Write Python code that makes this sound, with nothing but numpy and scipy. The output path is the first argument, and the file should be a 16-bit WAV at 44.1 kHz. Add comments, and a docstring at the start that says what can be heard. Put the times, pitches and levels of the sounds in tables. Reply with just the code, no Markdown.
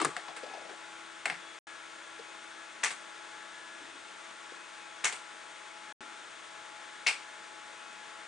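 """Two computer fans whir and hum throughout: coloured noise for the air, wavering blade tones, thin whines.
A keyboard is set down on a wooden desk (plastic clacks, wood thuds), then judders into place in nine slips.
After more knocks and soft bumps the sound cuts out for a moment at 1.6 s.
Three keys are struck hard, each a chain of noise bursts through resonances, among further bumps on the desk;
between the second and third the sound cuts out again, at 5.9 s."""
import sys
import numpy as np
from scipy import signal
from scipy.fft import rfft, irfft
from scipy.io import wavfile
from scipy.ndimage import uniform_filter1d

SR = 44100
rng = np.random.default_rng(int(sys.argv[2]) if len(sys.argv) > 2 else 0)


def log_audio(samples):
    """Write samples as a 16-bit WAV file to the path given in sys.argv[1]."""
    # one column per channel
    frames = np.atleast_2d(samples).T
    # limit to full scale, then quantise
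    limited = np.clip(frames, -1, 1)
    pcm = np.round(limited * 32767).astype(np.int16)
    wavfile.write(sys.argv[1], SR, pcm)


N = 364707
TIME = np.arange(N) / SR
LOOSE_TICK_HZ = 7650  # tick of the loose keycaps

# spectrum of plastic clatter: freq_hz, relative_density_db
PLASTIC_SPECTRUM = [(40, -47), (120, -27), (300, -19.5), (520, -22), (800, 0.5), (1200, -3.5), (1600, 4.5),
                    (2600, -1.5), (3400, -1), (5000, -1.5), (9900, -29.5)]
# desk modes: freq_hz, width_hz, gain_db
DESK_MODES = [(156, 27, -7), (278, 36, -4), (370, 76, -4), (393, 110, 2), (757, 51, 3)]


def undb(db):
    """Decibels to gain."""
    return 10 ** (np.asarray(db) / 20)


def unit(x):
    """Scale to rms 1."""
    return x / np.sqrt(np.mean(x ** 2))


def pan(left_minus_right_db):
    """Left and right gains for a level difference."""
    return undb(np.array([[.5], [-.5]]) * left_minus_right_db)


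def gains(points, size):
    """A (Hz, dB) table as gains on the bins of a transform, interpolated over log frequency."""
    hz, db = np.transpose(points)
    bins_hz = np.arange(size // 2 + 1) * SR / size
    return undb(np.interp(np.log(bins_hz + 1), np.log(hz), db))


def colour(x, points):
    """Causal minimum-phase filter with the given spectrum, by folding the cepstrum."""
    cepstrum = irfft(np.log(gains(points, size=2048)))
    cepstrum[1:1024] *= 2
    cepstrum[1025:] = 0
    impulse = irfft(np.exp(rfft(cepstrum)))
    return signal.fftconvolve(x, impulse[None], axes=1)[:, :x.shape[1]]


def ring(x, hz, width_hz):
    """One resonance, gain 1 at its centre."""
    return signal.lfilter(*signal.iirpeak(hz, hz / width_hz, fs=SR), x)


def body(x, modes):
    """Resonances side by side; neighbouring modes move in opposite directions."""
    return sum((-1) ** k * undb(db) * ring(x, hz, width_hz) for k, (hz, width_hz, db) in enumerate(modes))


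def resonate(x, modes):
    """The direct sound plus the resonances that it excites."""
    return x + sum(undb(db) * ring(x, hz, width_hz) for hz, width_hz, db in modes)


def walk(rate_hz):
    """Smooth random drift with a spread near 1."""
    hold = int(SR / rate_hz)
    steps = np.repeat(rng.standard_normal(N // hold + 1), hold)
    return 1.3 * uniform_filter1d(uniform_filter1d(steps, hold), hold)[:N]


def stereo_noise(size, side):
    """Noise common to both channels plus a part of opposite sign in each."""
    mid, other = rng.standard_normal((2, size))
    return np.array([mid + side * other, mid - side * other])


def place_stereo(x, place):
    """A source off to one side differs between the channels in level and phase, by frequency."""
    hz, left_minus_right_db, left_lag_rad = np.transpose(place)
    bins_hz = np.arange(N // 2 + 1) * SR / N
    phase = np.array([[-.5], [.5]]) * np.interp(bins_hz, hz, left_lag_rad)
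    level = pan(np.interp(bins_hz, hz, left_minus_right_db))
    return irfft(rfft(x) * level * np.exp(1j * phase), N)


def add(out, start_s, x):
    """Mix x into out from start_s."""
    i = max(int(start_s * SR), 0)
    out[:, i:i + x.shape[1]] += x[:, :N - i]


def keystrokes():
    """The finger lands, the key bottoms out, rebounds and settles, then springs back when let go."""
    # keystrokes: bottom_s, level_db, key_hz, ring_db, tick_hz, tick_db,
    # settle_after_s, settle_db, release_after_s, release_db (stage levels relative to level_db)
    strokes = [(2.837, -24.5, 2020, -7, 6200, 0, 0.021, -6.5, 0.069, -15),
               (5.0445, -24, 2130, -8, 6170, 1, 0.022, -8, 0.08, -15),
               (7.0685, -26.5, 2380, 3.5, 4660, 1, .0165, -3, .04, -15.5)]
    # colour of each stage: ring_db, thump_db, tick_db, rattle_db (ring and tick add to the key's own)
    touch = (6, -10.5, -8, -2)
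    bottom = (-6.5, -21, 1.5, -13)
    rebound = (-1, -16.5, 1, -8.5)
    settle = (-6.5, -27, -5.5, -5.5)
    release = (-12, -14, -4, 0)
    touch_before_s, touch_db = .004, -12
    rebound_after_s, rebound_db = .009, -3
    out = np.zeros((2, N))
    for (bottom_s, level_db, key_hz, key_ring_db, key_tick_hz, key_tick_db,
         settle_s, settle_db, held_s, release_db) in strokes:
        stages = [(-touch_before_s, touch_db, LOOSE_TICK_HZ, touch),
                  (0, 0, key_tick_hz, bottom),
                  (rebound_after_s, rebound_db, key_tick_hz, rebound),
                  (settle_s, settle_db, LOOSE_TICK_HZ, settle),
                  (held_s, release_db, LOOSE_TICK_HZ, release)]
        for after_s, stage_db, tick_hz, (ring_db, thump_db, tick_db, rattle_db) in stages:
            blow = clack(key_hz, key_ring_db + ring_db, thump_db, tick_hz, key_tick_db + tick_db, rattle_db)
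            add(out, bottom_s + after_s, undb(level_db + stage_db) * blow)
    return out


def knocks():
    """Each time the keyboard meets the desk, the plastic clacks and the wood thuds."""
    # knocks: start_s, clack_db, clack_hz, ring_db, tick_db, rattle_db, thud_db, thud_hz
    contacts = [(.001, -38, 1300, 0, -7, -1.5, -37.5, 358), (0.0156, -32, 1210, 4, 2, -16, -31, 378),
                (.048, -29.5, 1250, 4.5, 5, -26, -34.5, 410), (.053, -31, 1410, 5.5, -10, -30, -39, 143),
                (.166, -34, 1740, 0, -4.5, -17, -40.5, 700), (.283, -47, 1100, 6.5, -18, -12.5, -42, 750),
                (.365, -45, 1620, -2, -2.5, -2.5, -53, 450), (.695, -52, 1700, 4, -20, -12, -47, 430),
                (1.256, -32, 1820, 3, -0.5, -13, -37.5, 784), (1.258, -34, 2000, 6.5, -8, -16, -45.5, 784),
                (1.2985, -33, 1880, 2.5, -8.5, -12.5, -41.5, 800)]
    out = np.zeros((2, N))
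    for start_s, clack_db, clack_hz, ring_db, tick_db, rattle_db, thud_db, thud_hz in contacts:
        blow = clack(clack_hz, ring_db, -14.5, LOOSE_TICK_HZ, tick_db, rattle_db)
        add(out, start_s, undb(clack_db) * blow)
        add(out, start_s, undb(thud_db) * thud(thud_hz, decay_s=0.026))
    return out


def slide(count=9):
    """The keyboard's feet stick and slip over the desk, unevenly and on average ever more weakly."""
    start_s, gap_s, jitter_s, decay_s = .427, .037, .004, 0.019
    start_db, fade_db_per_s, scatter_db = -40.5, 25, 1.5
    centre_hz, scatter_octaves = 705, 0.17
    out = np.zeros((2, N))
    for k, (late, strong, high) in enumerate(rng.standard_normal((count, 3))):
        after_s = k * gap_s + jitter_s * late
        level_db = start_db - fade_db_per_s * after_s + scatter_db * strong
        hz = centre_hz * 2 ** (scatter_octaves * high)
        add(out, start_s + after_s, undb(level_db) * thud(hz, decay_s))
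    return out


def bumps():
    """Lone soft contacts and scuffs on the desk."""
    # bumps: start_s, level_db, pitch_hz, decay_s
    contacts = [(1.302, -50.5, 171, 0.036), (2.19, -41, 506, 0.013), (3.808, -58, 300, 0.21),
                (4.515, -43, 447, .0069), (6, -50, 301, 0.038), (6.21, -58, 334, .04)]
    out = np.zeros((2, N))
    for start_s, level_db, pitch_hz, decay_s in contacts:
        add(out, start_s, undb(level_db) * thud(pitch_hz, decay_s))
    return out


def clack(hz, ring_db, thump_db, tick_hz, tick_db, rattle_db, contact_db=13, crack_s=0.0037,
          rattle_s=0.028, room_s=0.069, room_db=-25, grain_db=3, part_width_hz=900, tick_width_hz=2200,
          near_side=0.16, far_side=0.43):
    """A blow snaps on contact, shakes the loose keycaps into a short rattle and dies away in the room."""
    t = TIME[:SR // 2]
    # the rattle's level jumps every 32 samples
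    grains = unit(undb(grain_db * np.repeat(rng.standard_normal(len(t)), 32)[:len(t)]))
    crack = stereo_noise(len(t), near_side) * np.exp(-t / crack_s)
    crack[:, 0] += undb(contact_db)
    rattle = undb(rattle_db) * grains * np.exp(-t / rattle_s)
    room = undb(room_db) * np.exp(-t / room_s)
    force = crack + (rattle + room) * stereo_noise(len(t), far_side)
    blow = unit(colour(force, PLASTIC_SPECTRUM))
    blow += undb(ring_db) * unit(ring(ring(force, hz, part_width_hz), hz, part_width_hz))
    blow += undb(thump_db) * unit(body(force, DESK_MODES))
    blow += undb(tick_db) * unit(ring(force, tick_hz, tick_width_hz))
    return blow * np.sqrt(np.mean(force ** 2))


def thud(hz, decay_s, relative_width=0.27, desk_db=-7, grit_db=-7, attack_s=0.0009, side=0.27):
    """A soft contact pushes the desk top for longer, so its low modes answer, with a little scraping grit."""
    t = TIME[:SR // 2]
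    push = np.exp(-t / decay_s) * (1 - np.exp(-t / attack_s))
    force = stereo_noise(len(t), side) * push
    width_hz = relative_width * hz
    wood = unit(ring(ring(force, hz, width_hz), hz, 2 * width_hz))
    wood += undb(desk_db) * unit(body(force, DESK_MODES))
    wood += undb(grit_db) * unit(colour(force, PLASTIC_SPECTRUM))
    return unit(wood) * np.sqrt(np.mean(push ** 2))


def from_keyboard(x, lowest_hz=130):
    """Every contact rings the shell; the small desk radiates little deep bass."""
    # longer rings of the keyboard's shell: freq_hz, width_hz, gain_db
    shell = [(1172, 63, -1), (2190, 49, -1.5), (2435, 16, -5), (2690, 110, -0.5), (3070, 8.6, -3.5),
             (4350, 97, -11.5), (5590, 72, -1), (8370, 250, -6.5)]
    # keyboard's stereo place: freq_hz, left_minus_right_db, left_lag_rad
    place = [(100, 3.5, .05), (500, 6.5, 0.18), (1800, 4, 0.15), (4500, 2, 0.16), (9000, 1.5, 1)]
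    bass_cut = signal.butter(1, lowest_hz, "high", fs=SR, output="sos")
    return place_stereo(signal.sosfilt(bass_cut, resonate(x, shell)), place)


def air(level_db=-48.48, flutter_db=0.3):
    """Turbulence behind the blades, coloured by the boards around it."""
    # rush of air: freq_hz, relative_density_db
    spectrum = [(18, -75.5), (30, -47), (117, -24.5), (230, -20), (254, -19), (323, -12), (565, -11),
                (638, -8.5), (775, -13), (833, -6), (896, -8), (1350, -6), (1600, -4), (8350, -24),
                (9900, -29.5), (12900, -64), (21800, -120)]
    # part of opposite sign in each channel: freq_hz, level_against_common_part_db
    side_spectrum = [(60, -0.5), (130, 7.5), (300, 2.5), (600, -2), (1150, -8), (2400, -10), (5000, -10.5),
                     (10000, -7)]
    # resonances of boards and heat sink: freq_hz, width_hz, gain_db
    cavities = [(626, 20, -15.5), (1117, 18, -1.5), (1450, 91, -7.5), (2184, 74, -7), (3536, 510, -2.5),
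                (7000, 1330, -1), (8840, 1420, 2.5)]
    # air's stereo place: freq_hz, left_minus_right_db, left_lag_rad
    place = [(100, 2.5, .1), (340, 2.5, 0.49), (1060, 5.5, 0.32), (1900, 4.5, 0.34), (3400, 3, 0.61),
             (5900, 0.2, .15), (9000, 2, 0.38)]
    mid, side = rfft(rng.standard_normal((2, N)))
    side = side * gains(side_spectrum, N)
    rush = irfft(np.array([mid + side, mid - side]) * gains(spectrum, N), N)
    rush = unit(place_stereo(resonate(rush, cavities), place))
    return rush * undb(level_db + flutter_db * walk(40))


def fan_tone(hz, level_db, overtones, wander, waver_db, pan_db):
    """Blades pass the struts at a slightly unsteady rate; each overtone wavers in the turbulent inflow."""
    phase = 2 * np.pi * np.cumsum(hz * (1 + wander * (walk(2) + walk(25)))) / SR
    tone = undb(level_db) * np.sin(phase)
    for multiple, db in overtones:
        tone += undb(db + waver_db * walk(9)) * np.sin(multiple * phase)
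    return np.sqrt(2) * tone * pan(pan_db)  # levels are rms


def large_fan():
    """Low blade tone whose fundamental fades slowly and evenly."""
    # overtones: multiple, level_db
    overtones = [(2, -69), (3, -70), (4, -63)]
    start_db, fade_db_per_s = -66, 1.06
    level_db = start_db - fade_db_per_s * TIME
    return fan_tone(329.8, level_db, overtones, wander=0.00135, waver_db=1.5, pan_db=10)


def small_fan():
    """Higher blade tone whose fundamental swells and sinks."""
    # level of the fundamental: time_s, level_db
    swell = [(0, -55), (.93, -60), (1.12, -63.5), (1.9, -69), (2.35, -58.5), (2.58, -66.5), (3.4, -57),
             (3.6, -67.5), (4.62, -62.5), (4.77, -58.5), (5.55, -61.5), (5.95, -54.5), (6.33, -65.5),
             (6.68, -56.5), (7, -59.5), (8.27, -58.5)]
    # overtones: multiple, level_db
    overtones = [(2, -66), (3, -71), (4, -76)]
    level_db = np.interp(TIME, *np.transpose(swell))
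    return fan_tone(845.3, level_db, overtones, wander=.0024, waver_db=5.5, pan_db=7.5)


def whines(waver_db=4.0, pan_db=3):
    """Thin tones of motors and bearings, unsteady in pitch and level."""
    # whines: pitch_hz, level_db, wander_hz
    partials = [(91.5, -92, .3), (199.2, -84, .5), (231, -82, .5), (1130, -74, 6), (1384, -65, 5),
                (5647, -81, 10), (6234, -83, 4), (8570, -87, 5)]
    tones = np.zeros(N)
    for pitch_hz, level_db, wander_hz in partials:
        level = undb(level_db + waver_db * walk(16))
        phase = 2 * np.pi * np.cumsum(pitch_hz + wander_hz * walk(30)) / SR
        tones += level * np.sin(phase)
    return np.sqrt(2) * tones * pan(pan_db)


def scene():
    """The running machine with the keyboard in front of it."""
    keyboard = from_keyboard(keystrokes() + knocks() + slide() + bumps())
    return keyboard + air() + large_fan() + small_fan() + whines()


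def record(dry, top_hz=9980):
    """The sound is muted in two short gaps, then its treble is cut steeply."""
    # silent gaps: start_s, end_s
    gaps = [(1.5885, 1.6697), (5.926, 6.007)]
    live = np.ones(N)
    for start_s, end_s in gaps:
        live[(TIME > start_s) & (TIME < end_s)] = 0
    treble_cut = signal.ellip(12, .1, 70, top_hz, fs=SR, output="sos")
    return signal.sosfilt(treble_cut, dry * live)


dry = scene()
out = record(dry)
log_audio(out)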